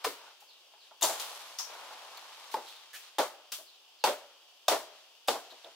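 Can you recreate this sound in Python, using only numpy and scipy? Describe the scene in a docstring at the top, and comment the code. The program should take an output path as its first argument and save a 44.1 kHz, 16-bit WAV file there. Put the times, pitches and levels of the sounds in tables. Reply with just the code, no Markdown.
"""In a forest, some metres away, a machete chops at the frond stalks of a palm, and one frond is pulled loose.
Each blow, and the pull, is a run of fibre impulses with a crack, a clink, a hollow knock and a faint thud.
Bounces off nearby stalks and decaying random reflections scatter the wood sounds back.
Fronds move with swishing, crackling and ticking noise, over faint forest air and insect bands.
A far bird calls in gliding sines with an echo."""
import sys
import numpy as np
from scipy import signal
from scipy.fft import rfft, irfft
from scipy.io import wavfile
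from scipy.ndimage import uniform_filter1d

SR = 44100
rng = np.random.default_rng(int(sys.argv[2]) if len(sys.argv) > 2 else 0)


def transcribe(u):
    """Save the signal u as a 16-bit wav file named by the first command-line argument.

    u: samples, shape (n,) or (channels, n), limited to [-1, 1]; the rate is SR.
    q: integer samples, one column per channel.
    """
    v = np.clip(np.atleast_2d(u).T, -1, 1)
    q = np.round(v * 32767).astype(np.int16)
    wavfile.write(sys.argv[1], SR, q)


N = 253575
T = np.arange(SR) / SR  # one second of time, s

# Blows of the blade, and a tearing crack as a frond is pulled loose (1.022), each followed by a split.
# Each row: start in seconds, knock level in dB,
# stalk pitch in Hz, knock brightness in dB per octave, hollowness in dB, crack level in dB,
# crack centre in Hz, thud level in dB, length of the breaking (for a blow, the bite) in seconds,
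# scattered level in dB before BREAK_SCATTER_DB is added, delay of the split in seconds,
# split level in dB, split pitch in Hz.
BLOWS_AND_PULL = [(0.0447, -34, 840, 4, -11, -38.5, 2200, -67.5, 0.0086, -10.5, .014, -36.5, 430),
                  (1.022, -33, 840, -1.5, 3, -27.5, 7000, -66, 0.027, -5, .015, -35, 620),
                  (2.541, -32, 848, -0.1, 3, -50, 4500, -75, 0.0037, -9, 0.024, -43.5, 502),
                  (3.1842, -28, 800, 1, -3, -34, 4100, -66.5, 0.0051, -1.5, .009, -29.5, 580),
                  (4.0391, -25, 846, 0.4, -2.5, -29.5, 2970, -65.5, 0.0029, -1.5, .034, -30, 570),
                  (4.6816, -26.5, 760, 1.5, -1, -27.5, 4350, -70, 0.0051, -3, 0.035, -28, 624),
                  (5.2826, -29.5, 770, -1, 0, -31, 3670, -66, 0.0051, -5.5, .001, -34, 470)]
BREAK_SCATTER_DB = 4.5
STEEL_DB = -8.5  # clink, relative to the crack
SPLIT_S, SPLIT_HOLLOW_DB, SPLIT_TILT_DB = 0.012, 2, 1.5  # length, hollowness, brightness in dB per octave


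def blows_and_pull():
    """Transient excitation: a blow or a pull sounds as crack, clink, knock and thud, then a split."""
    mix = np.zeros((2, N))
    for (s, knock_db, pitch_hz, tilt_db, hollow_db, crack_db, crack_hz, thud_db,
         break_s, scatter_db, delay_s, split_db, split_hz) in BLOWS_AND_PULL:
        wet_db = scatter_db + BREAK_SCATTER_DB
        breaking = crack(crack_db, crack_hz, ring_db=7.0, length_s=break_s, wet_db=wet_db, octaves=1.0)
        add(mix, s, panned(breaking, left_db=0.5))
        add(mix, s, steel(crack_db + STEEL_DB))
        add(mix, s + 0.00047, knock(knock_db, pitch_hz, break_s, hollow_db, wet_db, tilt_db))
        add(mix, s + 0.006, thud(thud_db, 2 * break_s))
        split = knock(split_db, split_hz, SPLIT_S, SPLIT_HOLLOW_DB, wet_db=-1.0, tilt_db=SPLIT_TILT_DB)
        add(mix, s + delay_s, split)
    return mix


# Dull knocks of stalks that bend or bump. 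Each row: start in seconds, level in dB, pitch in Hz,
# length in seconds.
BUMPS = [(.42, -61.5, 820, .007), (.737, -62, 885, 0.0066), (0.911, -57.5, 870, 0.0055),
         (1.09, -38, 687, 0.019), (1.595, -50, 1030, 0.0055), (1.908, -52, 870, 0.0025),
         (3.586, -56, 610, 0.019), (5.333, -38.5, 663, 0.032), (5.515, -55.5, 635, 0.015),
         (5.643, -52, 630, 0.044)]


def bumping_stalks():
    """Modal response to a weak push: stalks that bend or bump ring without a crack."""
    mix = np.zeros((2, N))
    for s, db, pitch_hz, length_s in BUMPS:
        add(mix, s, knock(db, pitch_hz, length_s, hollow_db=0.0, wet_db=-2.5))
    return mix


# Fibres that snap or creak, and the lower part of the first blow's crack (0.042).
# Each row: start in seconds, level of left over right in dB, level in dB,
# centre in Hz, resonance height in dB, length in seconds, scattered level in dB.
BREAKING_FIBRES = [(0.041, 0, -44, 4390, 14, 0.0051, 3), (0.042, 0, -38.5, 1980, 10, 0.0044, 13),
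                   (0.256, -4, -60, 1370, 40, .029, -8), (0.402, 1, -61, 12500, 3, .01, 0),
                   (1.011, 2, -41.5, 4520, -2, 0.0075, 1), (1.026, 9, -32, 7000, 26, 0.0044, -3.5),
                   (1.198, -0.5, -38, 3500, 5, 0.0031, 3), (1.5867, 4, -36, 5700, 16, 0.0031, 3.5),
                   (2.174, -1, -53.5, 3950, 13, 0.0011, -19), (2.5157, -2.5, -47.5, 4230, 3, .0012, 12),
                   (2.663, 0, -51, 3780, 13.5, 0.041, 0), (2.762, 2, -57, 3700, 18, .008, -1),
                   (2.932, -2, -47, 1760, 20.5, 0.025, -6.5), (2.946, 1.5, -47.5, 2400, 10.5, 0.026, 0),
                   (3.5198, 1, -37, 3500, 1, 0.0048, 2.5), (5.276, 0, -44, 2980, -2, 0.006, -22),
                   (5.503, 4, -56, 3800, 17, 0.022, -9), (5.644, -6, -56.5, 3470, 23, 0.0028, -10)]


def breaking_fibres():
    """Sudden release of strain: fibres snap or creak, and the first blow's crack gets its lower part."""
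    mix = np.zeros((2, N))
    for s, left_db, db, centre_hz, ring_db, length_s, wet_db in BREAKING_FIBRES:
        add(mix, s, panned(crack(db, centre_hz, ring_db, length_s, wet_db), left_db))
    return mix


# Spectrum of breaking wood fibres. Each row: frequency in Hz, relative gain in dB.
CRACK_SPECTRUM = [(20, -13), (150, -23.5), (400, -9), (1200, -2.5), (2000, -7.5), (3200, 2.5), (5500, -0.5),
                  (8000, -2.5), (11000, -4.5), (15500, -5)]


def crack(db, centre_hz, ring_db, length_s, wet_db, octaves=0.23):
    """Broadband fracture: breaking fibres, with a resonance of the piece that breaks."""
    hz = bins(SR)
    peak = np.exp(-0.5 * (np.log2((hz + 1) / centre_hz) / octaves) ** 2)
    tone_db = read(CRACK_SPECTRUM, hz) + ring_db * peak
    return heard(fibres(length_s), tone_db, db, wet_db)


# Modes of the steel blade, damped by the hand and the wood. Each row: frequency in Hz,
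# mean relative level in dB, time to decay by 60 dB in seconds.
STEEL_MODES = [(2480, 4, 0.031), (3180, -17, 0.052), (3630, 9, 0.067), (4590, -3.5, 0.06), (5120, 6, 0.052),
               (6490, -10, .07), (7440, -22.5, 0.023), (7790, -14, 0.049)]


def steel(db, uneven_db=8):
    """Modal ringing of a steel blade: each mode's strength is drawn anew, as where the edge lands decides it."""
    hz, level, t60 = np.transpose(STEEL_MODES)[:, :, None]
    level = level + uneven_db * rng.standard_normal(hz.shape)
    # phases in turns, nearly alike in both channels
    turns = rng.random(hz.shape) + 0.04 * rng.standard_normal((2, len(STEEL_MODES), 1))
    modes = amp(level - 60 * T / t60) * np.sin(2 * np.pi * (hz * T + turns))
    ring = modes.sum(1) * (1 - np.exp(-T / 0.00033))  # short attack
    return amp(db) * ring / onset_rms(ring)


# Modes of a green stalk. Each row: multiple of its pitch, relative level in dB, half-power width in Hz.
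STALK_MODES = [(.25, -13, 60), (.46, -2.5, 86), (0.699, 2.5, 91), (1.004, 9, 116), (1.3, -5, 136),
               (1.55, -6, 160), (2.1, -26, 220)]
# Spectrum of the wood around those modes. Each row: frequency in Hz, relative gain in dB.
WOOD_SPECTRUM = [(20, -53), (100, -41), (160, -15), (220, -9), (320, -2), (1200, 4), (2200, 3.5), (5000, 0),
                 (16000, -31)]


def knock(db, pitch_hz, length_s, hollow_db, wet_db, tilt_db=0, push=0.66):
    """Damped resonance: a push and tearing fibres ring the stalk's modes; hollowness lifts the main one."""
    hz = bins(SR)
    power = sum(amp(level) ** 2 / (1 + (2 * (hz - multiple * pitch_hz) / width_hz) ** 2)
                for multiple, level, width_hz in STALK_MODES)
    main_db = hollow_db * np.exp(-((hz - pitch_hz) / 85) ** 2)
    slope_db = tilt_db * np.log2(np.maximum(hz, 150) / pitch_hz)
    tone_db = 10 * np.log10(power) + main_db + read(WOOD_SPECTRUM, hz) + slope_db
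    force = fibres(length_s, push * np.exp(-length_s / 0.037))  # a slow bend has no sharp push
    return heard(force, tone_db, db, wet_db)


def thud(db, length_s, corner_hz=120):
    """Low-frequency momentum transfer: a blunt shove against the trunk."""
    hz = bins(SR) + 1
    tone_db = 20 * np.log10(hz / (hz + 20) / (1 + (hz / corner_hz) ** 3))
    return heard(fibres(length_s, 0.98), tone_db, db, wet_db=-14.0, deep_db=-29)


def fibres(length_s, first=0.22):
    """Progressive fracture: one fibre gives way at once, then a run of others swells and ends."""
    u = T / max(length_s, 0.001)
    run = clicks(SR, 9000, 4.2)[0] * (0.16 + u) * np.exp(-1.6 * u * u)
    run /= np.linalg.norm(run) + 1e-12
    run[0] += first
    return run / np.linalg.norm(run)


# Decay of the scatter from near foliage. Each row: frequency in Hz, time to decay by 60 dB in seconds.
THICKET_DECAY = [(60, 0.059), (200, 0.22), (600, 0.17), (1500, 0.24), (4000, .27), (9000, 0.31),
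                 (15000, 0.33)]
# Decay of the echo of the deeper forest. Each row: frequency in Hz, time to decay by 60 dB in seconds.
DEEP_DECAY = [(60, 0.13), (300, 0.52), (800, 0.54), (3000, 0.86), (6000, 0.7), (15000, 0.097)]


def heard(force, tone_db, db, wet_db, deep_db=-20, ground_hz=330):
    """Multipath propagation: direct sound, thicket and deep forest; db is the rms of the first 40 ms."""
    ground = signal.butter(1, ground_hz, "high", fs=SR, output="sos")
    direct = signal.sosfilt(ground, force)  # the path along the ground loses bass
    paths = 0.62 * off_trunks(direct)
    paths = paths + amp(wet_db) * scatter(force, THICKET_DECAY, 0.0079)
    paths = paths + amp(deep_db) * scatter(force, DEEP_DECAY, 0.17)
    sound = colour(paths, tone_db)
    return amp(db) * sound / onset_rms(sound)


def off_trunks(force, within_s=0.007, height=0.29, count=6):
    """Specular reflection: direct sound and distinct bounces off the nearest stalks, each from its own side."""
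    delay, side = rng.random((2, count, 1))
    sign = rng.choice([-1, 1], (count, 1))
    hz = bins(SR // 4)
    # opposite time shifts at the two microphones, s
    ports = np.array([-1, 1])[:, None, None] * (side - 0.5) * 0.000095
    arrival_s = 0.000707 + within_s * delay + ports
    bounces = (sign * np.exp(-2j * np.pi * hz * arrival_s)).sum(1)
    near = irfft(rfft(force[:SR // 4]) * (1 + height * bounces), SR // 4)
    return np.pad(near, ((0, 0), (0, SR - SR // 4)))


def scatter(force, t60s, build_s):
    """Diffuse reverberation: countless reflections fed by a force; each band dies at its own speed."""
    hz, t, z = signal.stft(clicks(SR, 9000, 2.5), SR, nperseg=256)
    decay = amp(-60 * t / read(t60s, hz)[:, None])
    tail = signal.istft(z * decay, SR, nperseg=256)[1][:, :SR]
    # later force is weighted up, to offset the decay already in the tail
    offset = amp(120 * np.minimum(T / read(t60s, 1000), 1))
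    r = np.exp(-1 / (build_s * SR))
    fed = signal.lfilter([1 - r], [1, -r], np.cumsum(force ** 2 * offset))
    return unit(surround(tail * np.sqrt(fed))) / np.sqrt(SR)


# Moves of a frond that is set moving, slides and settles. Each row: start in seconds,
# time to gather speed in seconds, slide in seconds, settling time of the fan in seconds,
# swish of the fan in dB before SWISH_DB is added, crackle of leaflets in dB before CRACKLE_DB is added.
FROND_MOVES = [(0, 0.008, .28, 0.061, -55, -59.5), (.8, .07, .01, 0.013, -78, -63),
               (1.02, 0.084, .02, 0.38, -41, -46), (1.58, 0.16, .95, 0.24, -47.5, -56),
               (2.97, .07, .03, 0.056, -66, -56), (4.88, 0.073, .06, 0.071, -71, -62.5),
               (5.4, 0.05, .27, .1, -66, -61)]
# Spectrum of the broad fans. Each row: frequency in Hz, relative gain in dB.
SWISH_SPECTRUM = [(20, -69), (140, -37), (280, -18.5), (500, -4), (900, 4), (1200, 0.5), (1700, -7),
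                  (3000, -7.5), (8000, -26)]
# Spectrum of the dry leaflets. Each row: frequency in Hz, relative gain in dB.
LEAF_SPECTRUM = [(200, -64), (1000, -9), (2000, -11), (3600, -4), (5500, -6.5), (8000, -10), (12000, -10.5),
                 (15500, -20)]
# Spectrum of leaflet tips that catch and let go. Each row: frequency in Hz, relative gain in dB.
TIP_SPECTRUM = [(200, -41), (1000, -14), (2400, -5), (3700, -5.5), (5200, -16), (12000, -19.5),
                (15500, -20)]
SWISH_DB, CRACKLE_DB = -1.0, 3.0
SWISH_SAG_DB_PER_S, CRACKLE_SAG_DB_PER_S = 10.5, -1.2  # the swish fades in a slide, the crackle grows a little
FLUTTER = 1.18  # leaflets take this many times longer to settle than the fan
TICKS_PER_S, TICKS_DB = 110, -12  # level relative to the crackle


def fronds():
    """Friction noise: fans swish, leaflets crackle and tick while a frond moves; faint crackle is duller."""
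    swish = rubbing(SWISH_SPECTRUM, 3000, 2.2, clump_db=0.9)
    crackle = rubbing(LEAF_SPECTRUM, 5000, 3, clump_db=1)
    gentle = rubbing(LEAF_SPECTRUM, 6000, 2.5, clump_db=0.8)
    soft = signal.sosfilt(signal.butter(2, 5500, fs=SR, output="sos"), gentle)
    ticks = rubbing(TIP_SPECTRUM, TICKS_PER_S, 4.8, clump_db=1)
    t, fan, leaf = np.arange(N) / SR, np.zeros(N), np.zeros(N)
    for s, rise_s, slide_s, settle_s, swish_db, crackle_db in FROND_MOVES:
        fan_motion = motion(t - s, rise_s, slide_s, settle_s, SWISH_SAG_DB_PER_S)
        leaf_motion = motion(t - s, rise_s, slide_s, FLUTTER * settle_s, CRACKLE_SAG_DB_PER_S)
        fan = np.hypot(fan, amp(swish_db) * fan_motion)  # separate moves add in power
        leaf = np.hypot(leaf, amp(crackle_db) * leaf_motion)
    brisk = np.clip((20 * np.log10(leaf + 1e-9) + 57) / 12, 0.05, 1)
    leaflets = np.sqrt(brisk) * crackle + 1.08 * np.sqrt(1 - brisk) * soft + amp(TICKS_DB) * ticks
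    return fan * amp(SWISH_DB) * swish + leaf * amp(CRACKLE_DB) * leaflets


def motion(age, rise_s, slide_s, settle_s, sag_db_per_s):
    """Friction and damping: the level rises with speed, drifts by the sag and dies away after the slide."""
    moving = np.maximum(age - rise_s, 0)
    settling = np.exp(-np.maximum(moving - slide_s, 0) / settle_s)
    return np.clip(age / rise_s, 0, 1) * amp(-sag_db_per_s * moving) * settling


def rubbing(spectrum, per_s, spread_db, clump_db):
    """Stochastic contact: random grains come in clumps and take on a spectrum."""
    clumps = uniform_filter1d(rng.standard_normal(N), size=700)
    clumps = unit(uniform_filter1d(clumps, size=300))
    grains = surround(clicks(N, per_s, spread_db) * amp(clump_db * clumps))
    return unit(irfft(rfft(grains) * amp(read(spectrum, bins(N))), N))


# Spectrum of the air among leaves. Each row: frequency in Hz, relative gain in dB.
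AIR_SPECTRUM = [(15, -84), (25, -69), (134, -39), (317, -18.5), (344, -14), (384, -12), (714, -6.5),
                (1070, -8.5), (1230, -11), (2160, -16.5), (2910, -2.5), (3720, -18), (4490, -4.5),
                (8830, -19), (16000, -20.5)]
AIR_DB = -62


def air():
    """Diffuse ambient noise: still air among leaves."""
    return amp(AIR_DB) * rubbing(AIR_SPECTRUM, 20000, 1, clump_db=0.5)


# Steady bands of far insects. Each row: centre in Hz, width in Hz, level in dB.
INSECT_BANDS = [(3210, 1100, -64), (4950, 200, -85)]


def insects():
    """Band-limited noise: far insects give a steady hiss in each band."""
    mix = np.zeros((2, N))
    for hz, width_hz, db in INSECT_BANDS:
        band = np.exp(-2 * ((bins(N) - hz) / width_hz) ** 2)
        noise = surround(rng.standard_normal((2, N)))
        mix += amp(db) * unit(irfft(rfft(noise) * band, N))
    return mix


# Calls of a far bird. 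Each row: start in seconds, level in dB before the direct and echo gains.
BIRD_CALLS = [(.471, -58), (.781, -60), (3.65, -59), (3.979, -58)]
# Notes of a call, a falling whistle and a small upward flick. Each row: delay in seconds,
# level relative to the call in dB, first frequency in Hz, last frequency in Hz, length in seconds.
CALL_NOTES = [(0, 0, 5400, 3250, .056), (.078, -6, 3400, 4300, .03)]
WHISTLE_DIRECT, WHISTLE_ECHO = 0.8, 1.7  # gains


def bird():
    """Frequency modulation and reverberation: quick gliding whistles and their echo among the trees."""
    mix = np.zeros((2, N))
    for s, db in BIRD_CALLS:
        for delay_s, note_db, first_hz, last_hz, length_s in CALL_NOTES:
            u = np.minimum(T / length_s, 1)
            glide_hz = first_hz * (last_hz / first_hz) ** u
            tone = np.sin(2 * np.pi * np.cumsum(glide_hz) / SR)
            whistle = amp(db + note_db) * np.sin(np.pi * u) * tone
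            trees = scatter(signal.unit_impulse(SR), THICKET_DECAY, 0.013)
            echo = signal.fftconvolve(whistle[None], trees, axes=1)[:, :SR]
            add(mix, s + delay_s, WHISTLE_DIRECT * whistle + WHISTLE_ECHO * echo)
    return mix


# Likeness of the two channels for sound from all sides. Each row: frequency in Hz, coherence from 0 to 1.
COHERENCE = [(30, 0.53), (300, 0.82), (800, 0.83), (1500, 0.8), (3000, 0.091), (6000, .05), (15000, .02)]


def surround(pair, lead_s=0.00004):
    """Diffuse-field coherence: two signals become alike in the bass, slightly earlier on the left."""
    a, b = rfft(pair)
    hz = bins(pair.shape[1])
    c = np.clip(read(COHERENCE, hz), 0, 1)
    right = (c * a + np.sqrt(1 - c * c) * b) * np.exp(-2j * np.pi * hz * lead_s)
    return irfft(np.array([a, right]), pair.shape[1])


def clicks(size, per_s, spread_db):
    """Random impulse process: two trains of clicks, a few much larger than the rest."""
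    heights = amp(spread_db * np.minimum(rng.exponential(1, (2, size)), 4))
    heights = heights * rng.choice([-1, 1], (2, size))
    return unit(heights * (rng.random((2, size)) < per_s / SR))


def colour(x, db):
    """Minimum-phase filtering: the folded cepstrum gives a causal filter with the given gain in every bin."""
    size = x.shape[-1]
    cepstrum = irfft(np.log(amp(db)), size)
    cepstrum[1:size // 2] *= 2
    cepstrum[size // 2 + 1:] = 0
    return irfft(rfft(x) * np.exp(rfft(cepstrum)), size)


def panned(x, left_db):
    """Level difference between channels: shifts a stereo sound towards the left."""
    return x * amp([[left_db / 2], [-left_db / 2]])


def amp(db):
    """Logarithmic level: decibels to gain."""
    return 10 ** (np.asarray(db) / 20)


def unit(x):
    """Power normalisation: scales to rms 1."""
    return x / np.sqrt(np.mean(x ** 2) + 1e-30)


def onset_rms(x):
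    """Short-time level: rms of the first 40 ms over both channels."""
    return np.sqrt(np.mean(x[:, :SR // 25] ** 2))


def read(points, hz):
    """Logarithmic interpolation: reads a table along a logarithmic frequency axis."""
    f, value = np.transpose(points)
    return np.interp(np.log(hz + 1), np.log(f + 1), value)


def bins(size):
    """Fourier analysis: frequencies of a spectrum in Hz."""
    return np.fft.rfftfreq(size, 1 / SR)


def add(mix, s, sound):
    """Superposition: lays a stereo sound into the mix at time s."""
    part = mix[:, max(round(s * SR), 0):][:, :sound.shape[1]]
    part += sound[:, :part.shape[1]]


def scene():
    """Superposition of all sources, a little to the left."""
    palm = blows_and_pull() + bumping_stalks() + breaking_fibres() + fronds()
    background = air() + insects() + bird()
    return panned(palm + background, left_db=1.0)


def record(dry):
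    """Band limitation: a linear-phase low-pass sets the upper edge of the recorder's band."""
    low_pass = signal.firwin(301, 15800, window=("kaiser", 8), fs=SR)  # edge in Hz
    return signal.oaconvolve(dry, low_pass[None], "same")


dry = scene()
out = record(dry)
transcribe(out)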